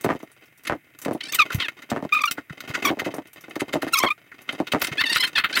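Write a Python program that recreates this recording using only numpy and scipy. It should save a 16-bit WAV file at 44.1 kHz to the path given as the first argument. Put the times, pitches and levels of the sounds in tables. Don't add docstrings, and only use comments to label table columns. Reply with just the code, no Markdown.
import sys
import numpy as np
from scipy import signal
from scipy.fft import rfft, irfft
from scipy.io import wavfile
from scipy.ndimage import uniform_filter1d, map_coordinates

SR = 44100
rng = np.random.default_rng(int(sys.argv[2]) if len(sys.argv) > 2 else 0)


def persist_wave(psi):
    counts = np.round(np.clip(psi, -1, 1) * 32767).astype(np.int16)
    wavfile.write(sys.argv[1], SR, np.atleast_2d(counts).T)


N = 246959
TIME = np.arange(N) / SR
TOP_HZ = 16000

# t/s, level/dB, snap against thud/dB, run time/s
CRACKS = [(0.046, -13.5, -24, 0.015), (0.062, -17.5, -20, 0.0027), (0.091, -27, -2, 0.01),
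          (0.103, -21.5, -7.5, 0.029), (0.151, -25.5, -45, 0.0049), (0.231, -29.5, -30, 0.0034),
          (0.698, -28, 1, 0.019), (0.723, -24.5, -6, 0.014), (0.753, -30.5, -27, 0.0034),
          (1.06, -20, -20, 0.011), (1.083, -19.5, -24, 0.0095), (1.111, -18, -27, 0.0087),
          (1.149, -21, -44, .01), (1.917, -18.5, -15, 0.02), (1.963, -24.5, -11, 0.029),
          (2.026, -22.5, -41, 0.0038), (2.051, -22.5, -49, .005), (2.382, -26.5, -23, 0.0034),
          (2.779, -29.5, -34, 0.0061), (2.861, -26.5, -10, .035), (2.904, -16.5, -38, 0.02),
          (2.972, -30, -39, 0.033), (3.019, -24.5, -33, 0.0066), (3.063, -23.5, -37, 0.039),
          (3.14, -29, -14.5, 0.029), (3.184, -22, -26, 0.0089), (3.483, -36, -21, 0.013),
          (3.564, -22, -24, .005), (3.618, -16.5, -41, 0.0054), (3.681, -38, -33, 0.041),
          (3.74, -19, -17, 0.014), (3.756, -15, -50, 0.014), (3.831, -19, -35, 0.0051),
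          (3.868, -24.5, -19, 0.013), (4.037, -22.5, 0.5, 0.02), (4.532, -31.5, -30, 0.013),
          (4.602, -13.5, -34, 0.0095), (4.736, -16, -17, 0.0073), (4.748, -17, -11.5, 0.017),
          (4.822, -31, -2.5, .005), (5.571, -29.5, -18, 0.017)]
# t/s, rise/s, level/dB, centre f/Hz, wetness/dB
SCRAPES = [(0.038, 0.0074, -31, 2250, -6), (0.65, 0.0021, -36.5, 2310, -13),
           (0.667, 0.0082, -28, 2230, -10), (1.048, .002, -32, 2370, -9), (1.322, 0.00076, -32, 2870, 3),
           (1.341, 0.0098, -28, 2870, 5), (1.379, 0.0096, -35, 1900, -26), (1.499, .0074, -28.5, 1560, -37),
           (1.514, 0.016, -31.5, 2180, -9.5), (1.597, 0.0084, -25.5, 3270, -30),
           (1.62, 0.0061, -28, 3030, -55), (1.682, 0.0016, -24, 2190, -25),
           (1.819, 0.0044, -39.5, 1980, -13), (1.899, 0.0045, -34.5, 2960, -3.5),
           (2.091, 0.0014, -43, 2380, -28), (2.31, .0024, -25.5, 2830, 0.5), (2.37, 0.017, -34, 1760, -38),
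           (2.496, 0.0013, -35.5, 1600, -33), (2.604, 0.0009, -33, 2170, -9.5),
           (2.688, 0.0049, -42, 2400, -6), (2.735, 0.019, -23.5, 1980, -19),
           (2.822, 0.0032, -31.5, 1880, -17), (2.988, 0.012, -25, 2170, -18.5),
           (3.04, 0.018, -33.5, 2210, -16), (3.555, 0.0018, -32.5, 1700, -12),
           (3.593, 0.015, -28.5, 2120, -10.5), (3.725, .013, -27, 2370, -13.5),
           (3.817, 0.0065, -28, 1890, -12), (3.868, 0.017, -35, 1910, -15), (4.315, 0.0031, -39, 1900, -56),
           (4.49, 0.00033, -21.5, 2750, -48), (4.523, 0.003, -39, 2250, -6),
           (4.668, .0054, -32.5, 2790, -18), (4.717, 0.007, -22, 3020, -14),
           (4.814, 0.0063, -22.5, 2600, -2.5), (4.832, 0.016, -26, 2280, -6), (4.869, 0.002, -28, 2550, -5),
           (4.914, 0.011, -30.5, 2150, -24), (5.265, 0.013, -32, 2400, -10),
           (5.496, 0.0013, -32, 2210, -26)]
# t/s, length/s, level/dB, slip f/Hz, glide/share, arch/share, sharpness/dB
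SQUEALS = [(1.387, .024, -5.5, 1302, -0.24, -0.066, -9), (1.411, 0.018, -9.5, 1205, -0.11, 0.043, -11),
           (2.122, 0.022, -11, 1218, 0.045, -0.0088, -13), (2.146, 0.033, -13.5, 1239, -0.054, -0.018, -15),
           (2.187, 0.012, -18, 1230, -0.13, 0.11, -16), (2.204, 0.019, -21.5, 1186, -0.051, 0.058, -4),
           (2.236, 0.011, -9, 1216, 0.026, 0.085, -26), (2.255, 0.0084, -16, 1193, -0.039, 0.035, 9),
           (2.272, 0.021, -18.5, 1403, -0.039, -0.008, -7.5), (2.848, .017, -14.5, 1180, -0.132, -0.11, 9),
           (2.865, 0.033, -20, 1105, 0.048, 0.049, -5.5), (3.932, 0.02, -10.5, 1298, -0.14, 0.15, 5.5),
           (3.953, 0.02, -16.5, 1103, 0.019, -0.015, -6), (3.967, .031, -20.5, 1208, -0.093, 0.086, 16),
           (3.998, 0.035, -23, 1048, 0.045, 0.024, -6), (4.025, 0.032, -20, 1120, -0.089, 0.028, -7),
           (4.06, 0.023, -18, 1081, -0.06, 0.033, -19.5), (4.082, 0.012, -19.5, 1144, -0.023, 0.12, -17),
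           (4.102, 0.019, -14.5, 1196, 0.077, 0.0034, -43)]
RASPS = [(1.204, 0.017, -29, 1040, 0.18, 0.023, -8), (1.228, 0.049, -35, 764, 0.065, 0.038, 9),
         (1.283, 0.023, -31.5, 880, 0.13, 0.037, 12.5), (1.33, 0.034, -23.5, 1120, -0.32, 0.011, -19),
         (1.596, 0.073, -24, 992, -0.34, 0.0027, -34), (4.978, 0.0417, -17, 876, 0.094, 0.049, -1.5),
         (5.037, 0.0079, -9, 1010, -0.094, 0, -18), (5.054, 0.036, -21.5, 908, -0.072, 0.029, 2.5),
         (5.093, 0.046, -19.5, 924, -0.056, 0.013, 4.5), (5.138, 0.053, -23.5, 975, 0.0083, 0.0077, 9.5),
         (5.196, 0.025, -18, 1025, -0.043, 0, 5), (5.223, 0.04, -17.5, 1049, -0.021, 0.0026, 0),
         (5.352, 0.028, -15, 867, -0.17, 0, -11), (5.379, 0.024, -16.5, 848, 0.1, 0.039, 2),
         (5.525, 0.039, -24.5, 817, 0.23, 0.038, 4), (5.557, 0.097, -29, 988, -0.011, 0, 13.5)]
# t/s, rise/s, fall/s, relative level/dB
JUDDERS = [(2.868, 0.03, 0.012, -28.5), (5.005, 0.01, 0.0099, -18), (5.158, 0.0009, 0.016, -15),
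           (5.229, 0.011, 0.011, -19), (5.376, 0.0046, 0.021, -17.5), (5.437, .0075, 0.016, -16.5),
           (5.562, 0.0089, 0.027, -17.5)]
# t/s, relative level/dB
POPS = [(0.0094, -31.5), (0.1296, -45), (0.191, -48), (0.226, -43), (0.3167, -43), (0.4563, -48),
        (0.5756, -44), (0.635, -39), (0.9878, -32.5), (1.0164, -27.5), (1.1308, -33.5), (1.545, -22),
        (2.135, -26), (2.1664, -39), (2.234, -34), (3.1416, -30.5), (3.1643, -37), (3.271, -42.5),
        (3.3308, -35.5), (3.409, -38), (3.496, -42), (3.9256, -24), (4.029, -26), (4.103, -35),
        (4.417, -40), (4.796, -34)]
# t/s, f/Hz, level/dB
BUMPS = [(1.546, 114, -9.5), (1.575, 99, -19.5), (2.504, 145, -25), (2.697, 128, -23.5), (4.914, 139, -24),
         (5.01, 100, -30.5)]
# t/s, relative level/dB
HANDS = [(0, -47), (.25, -60.5), (.58, -64), (.68, -56), (.79, -70), (.95, -64), (1.08, -62), (1.55, -43.5),
         (1.77, -58), (2, -53), (2.46, -58), (2.85, -41.5), (3.17, -55.5), (3.25, -66), (3.52, -47),
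         (4.08, -48.5), (4.18, -66.5), (4.38, -57), (4.48, -48.5), (4.95, -46), (5.6, -48.5)]

# f/Hz, width/Hz, level/dB
FRUIT_MODES = [(150, 90, -9.5), (295.7, 104, 3), (380, 34, -4), (585, 130, -13), (773, 540, -35)]
BLADE_MODES = [(1160, 160, -9), (1450, 110, -2), (1870, 110, -4), (2085, 100, 2), (2580, 220, -3),
               (3050, 250, -6), (3690, 200, -6), (4680, 300, -8), (5950, 400, -13)]

# f/Hz, level/dB
SNAP_TONE = [(200, -1), (600, 5), (1300, 4), (1900, -1), (2800, -11.5), (4200, -26.5), (16000, -50.5)]
FLESH_TONE = [(50, -9), (150, -4.5), (800, -2), (1500, -13.5), (4000, -18.5)]
TEETH_TONE = [(300, -63.5), (900, 21), (1400, 29), (2500, 6), (4500, 15), (7000, -19.5), (16000, 5.5)]
FIZZ_TONE = [(2000, 9.5), (4500, -2.5), (6500, 5), (16000, 5.5)]
SQUEAL_TONE = [(700, 8), (1250, 3), (1900, -4), (2450, 9.5), (2900, -4.5), (3600, -1.5), (4600, -11),
               (5600, -8), (7500, -22), (12500, -16.5), (16000, -15.5)]
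RASP_TONE = [(750, -16), (1100, -10.5), (1750, 4), (3200, 4.5), (4300, 4), (5200, -7), (6500, -20.5),
             (16000, -14)]
JUDDER_TONE = [(200, 0), (800, -7.5), (1400, 12), (3200, 5), (4300, -2), (6000, -33), (16000, -13)]
AIR_TONE = [(30, -14), (130, 14.5), (380, -8.5), (720, -20.5), (2100, 12.5), (4400, -17.5), (16000, -5.5)]
WALL_TONE = [(100, -34.5), (320, -1), (700, -25), (2200, -2), (4000, -28.5), (16000, 12)]
GRIT_TONE = [(400, -32), (1400, -3), (2400, 0), (4200, -4), (7000, -19), (16000, -28)]
RUSTLE_TONE = [(600, -18), (1200, 0), (2600, 0), (4000, -8), (8000, -14)]


def undb(db):
    return 10 ** (np.asarray(db) / 20)


def unit(x):
    return x / np.sqrt(np.mean(x ** 2) + 1e-18)


def unit_burst(x, seconds):
    return x / np.sqrt(np.sum(x ** 2) / (seconds * SR) + 1e-18)


def add(out, start, x):
    i = int(np.clip(start * SR, 0, N - 1))
    out[i:i + len(x)] += x[:N - i]


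def gain_at(tone, hz):
    freqs, db = np.transpose(tone)
    return undb(np.interp(np.log(np.maximum(hz, 1)), np.log(freqs), db))


def colour(x, tone, size=1024):
    hz = np.arange(size // 2 + 1) * SR / size
    cepstrum = irfft(np.log(gain_at(tone, hz)))
    cepstrum[1:size // 2] *= 2
    cepstrum[size // 2 + 1:] = 0
    response = irfft(np.exp(rfft(cepstrum)))
    return signal.fftconvolve(x, response)[:len(x)]


def ring(x, modes):
    return sum(undb(db) * signal.lfilter(*signal.iirpeak(hz, hz / width, fs=SR), x)
               for hz, width, db in modes)


def wander(rate, size):
    at = np.arange(size) * rate / SR
    return map_coordinates(rng.standard_normal(int(at[-1]) + 2), [at], order=2, mode="nearest")


def grains(size, rate, spread_db):
    chance, strength = rng.random(size), rng.standard_normal(size)
    return (chance < rate / SR) * rng.choice([-1, 1], size) * undb(spread_db * np.clip(strength, -2, 2))


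def swell(t, rise, fall, drop_db):
    return np.minimum(t / rise, 1) * undb(-drop_db * np.maximum(t - rise, 0) / fall)


def room_air(level_db=-59.5):
    return undb(level_db) * unit(colour(rng.standard_normal(N), AIR_TONE, size=8192))


def room_echo(x, near_db=-16, near_s=0.007, late_db=-25, late_s=0.36):
    t = TIME[:SR // 2]
    near_fade = np.exp(-t / near_s)
    near = rng.standard_normal(len(t)) * near_fade
    late = colour(rng.standard_normal(len(t)), WALL_TONE) * undb(-60 * t / late_s) * (1 - near_fade)
    echo = undb(near_db) * near / np.linalg.norm(near) + undb(late_db) * late / np.linalg.norm(late)
    return x + signal.fftconvolve(x, echo)[:N]


def handling(splits, rumble_db=3, rustle_db=5, crinkle_db=-12, creak_db=-14.5, creak_s=0.051):
    busy = undb(np.interp(TIME, *np.transpose(HANDS)))
    width = int(creak_s * SR)
    strain = uniform_filter1d(uniform_filter1d(np.abs(splits), width), width // 2 + 1)
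    nudges = np.abs(grains(N, rate=45, spread_db=3))
    shifts = signal.lfilter([1], [1, -np.exp(-1 / (0.008 * SR))], nudges)
    bunches = 0.3 + unit(shifts)
    rubs, clicks, crinkles = (grains(N, rate=2500, spread_db=4) * bunches for _ in range(3))
    body = unit(colour(ring(rubs, FRUIT_MODES), FLESH_TONE))
    rustle = undb(rustle_db) * unit(colour(ring(clicks, BLADE_MODES), RUSTLE_TONE))
    crinkle = undb(crinkle_db) * unit(colour(crinkles, FIZZ_TONE))
    creak = undb(creak_db) * strain * body
    return busy * (undb(rumble_db) * body + rustle + crinkle) + creak


def bumps(rise_s=0.004, fall_s=0.027):
    out, t = np.zeros(N), TIME[:SR // 6]
    for start, hz, db in BUMPS:
        add(out, start, undb(db) * swell(t, rise_s, fall_s, drop_db=33) * np.sin(2 * np.pi * hz * t))
    return out


def juice(clicks):
    pockets = [(hz, 500, 0) for hz in rng.uniform(5000, 15500, size=5)]
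    return unit(unit(colour(clicks, FIZZ_TONE)) + 3.9 * unit(ring(clicks, pockets)))


def pops(rise_s=0.00057, fall_s=0.023, gain_db=-12, blade_db=-5):
    out, t = np.zeros(N), TIME[:SR // 16]
    for start, db in POPS:
        burst = grains(len(t), rate=4000, spread_db=4) * swell(t, rise_s, fall_s, drop_db=15)
        fizz = juice(burst) + unit(colour(burst, FIZZ_TONE))
        steel = undb(blade_db) * unit(ring(burst, BLADE_MODES))
        add(out, start, undb(db + gain_db) * unit_burst(fizz + steel, rise_s + fall_s))
    return out


def judders(slip_hz=620, scatter=0.51, gain_db=-1):
    out, t = np.zeros(N), TIME[:SR // 10]
    for start, rise, fall, db in JUDDERS:
        rate = slip_hz * np.exp(scatter * wander(slip_hz, len(t)))
        slips = np.diff(np.floor(np.cumsum(rate) / SR), prepend=0)
        slips *= undb(2 * rng.standard_normal(len(t))) * swell(t, rise, fall, drop_db=13)
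        sound = colour(unit(slips) + 0.18 * unit(ring(slips, BLADE_MODES)), JUDDER_TONE)
        add(out, start, undb(db + gain_db) * unit_burst(sound, rise + fall))
    return out


def slide(t, length, hz, glide, arch, catch_s=0.0062, sag_db=4.5, release_s=0.0045, release_db=7):
    along = np.minimum(t / length, 1)
    rate = hz * (1 + glide * (along - 0.5) + arch * (np.sin(np.pi * along) - 2 / np.pi))
    letting_go = np.maximum((t - length) / release_s + 1, 0)
    grip = np.minimum(t / catch_s, 1) * undb(-sag_db * along - release_db * letting_go)
    return rate, grip


def stick_slip(slides, tone, jitter, grit_db, body_db=-15.5, overtones=13):
    out, t = np.zeros(N), TIME[:SR // 12]
    multiples = np.arange(1, overtones + 1)[:, None]
    for start, length, db, slip_hz, glide, arch, sharp_db in slides:
        smooth_rate, grip = slide(t, length, slip_hz, glide, arch)
        ragged = np.exp(0.9 * np.tanh(wander(80, len(t))))
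        rate = smooth_rate * (1 + jitter * ragged * wander(650, len(t)))
        phase = 2 * np.pi * np.cumsum(rate) / SR
        hz = multiples * rate
        flutter = undb(4.5 * np.array([wander(130, len(t)) for _ in multiples]))
        softening = undb(-5.5 * np.maximum(np.log2(hz / 8000), 0))
        gain = gain_at(tone, hz) * (hz < TOP_HZ) * flutter * softening
        gain /= np.sqrt(np.sum(gain ** 2, axis=0) / 2)
        stutter = wander(170, len(t))
        treble = np.clip((hz - 3500) / 1800, 0, 1)
        gain *= undb((sharp_db + 3 * stutter - 1) * treble)
        offsets = 2 * np.pi * rng.random(multiples.shape)
        voice = np.sum(gain * np.sin(multiples * phase + offsets), axis=0)
        puffs = rng.standard_normal(len(t)) * (1 + np.cos(phase))
        grit = ragged * unit(colour(puffs, GRIT_TONE))
        hum = ring(ring(puffs, FRUIT_MODES), FRUIT_MODES)
        body = undb(body_db) * unit(colour(hum, FLESH_TONE))
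        sound = voice + undb(grit_db) * (grit + body)
        add(out, start, undb(db + 1.8 * stutter) * grip * sound)
    return out


def scrapes(fall_s=0.0091, ring_db=3, body_db=-14):
    out, t = np.zeros(N), TIME[:SR // 8]
    for start, rise, db, hz, wet_db in SCRAPES:
        push = swell(t, rise, fall_s, drop_db=10)
        clicks, bursts = (grains(len(t), rate=4000, spread_db=4) * push for _ in range(2))
        steel = unit(colour(clicks, TEETH_TONE)) + undb(ring_db) * unit(ring(clicks, BLADE_MODES))
        treble_db = -4 + 0.42 * wet_db
        depth_tone = [(hz / 4, -18), (hz / 1.56, -6), (hz, 0), (hz * 1.22, -4),
                      (hz * 1.84, treble_db), (hz * 4, treble_db - 3.5)]
        fizz = undb(wet_db - 1) * juice(bursts)
        body = undb(body_db) * unit(ring(clicks, FRUIT_MODES))
        sound = unit(colour(steel, depth_tone)) + fizz + body
        push_share = (rise + fall_s) * SR / len(t)
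        add(out, start, undb(db) * np.sqrt(push_share) * sound)
    return out


def rind_chirp(x, lag_s):
    hz = np.fft.rfftfreq(len(x), 1 / SR)
    return irfft(rfft(x) * np.exp(-4j * np.pi * lag_s * np.sqrt(300 * hz)), len(x))


def fibre_break(snap_db, tear_s=0.0084, tear_db=-13):
    t = TIME[:SR // 14]
    force = undb(tear_db) * grains(len(t), rate=2500, spread_db=4) * np.exp(-t / tear_s)
    force[0] += 1
    thud = unit_burst(colour(ring(force, FRUIT_MODES), FLESH_TONE), seconds=0.0059)
    snap = unit_burst(colour(force, SNAP_TONE), seconds=0.048)
    return thud + undb(snap_db) * snap


def cracks(fibres=5, gap_s=0.008, scatter=0.25, fade_db=8.5, dull_db=5, lag_s=0.00246):
    out = np.zeros(N)
    for start, db, snap_db, run_s in CRACKS:
        gaps = gap_s * np.exp(scatter * rng.standard_normal(fibres))
        for after_s in np.cumsum(gaps) - gaps[0]:
            spent = after_s / run_s
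            sound = rind_chirp(fibre_break(snap_db - dull_db * spent), lag_s)
            add(out, start + after_s - lag_s / 2, undb(db - fade_db * spent) * sound)
    return out


def scene():
    squeals = stick_slip(SQUEALS, SQUEAL_TONE, jitter=0.013, grit_db=-18)
    rasps = undb(-1) * stick_slip(RASPS, RASP_TONE, jitter=0.024, grit_db=-12)
    splits = cracks()
    knife = splits + scrapes() + squeals + rasps + judders() + pops()
    air = room_air()
    return (room_echo(knife + handling(splits) + bumps()) + air)[None]


def record(dry, ceiling=0.7, bass_hz=52):
    rounded = ceiling * np.tanh(dry / ceiling)
    thinned = signal.sosfilt(signal.butter(3, bass_hz, "high", fs=SR, output="sos"), rounded)
    return signal.sosfilt(signal.ellip(10, 0.2, 70, TOP_HZ, fs=SR, output="sos"), thinned)


dry = scene()
out = record(dry)
persist_wave(out)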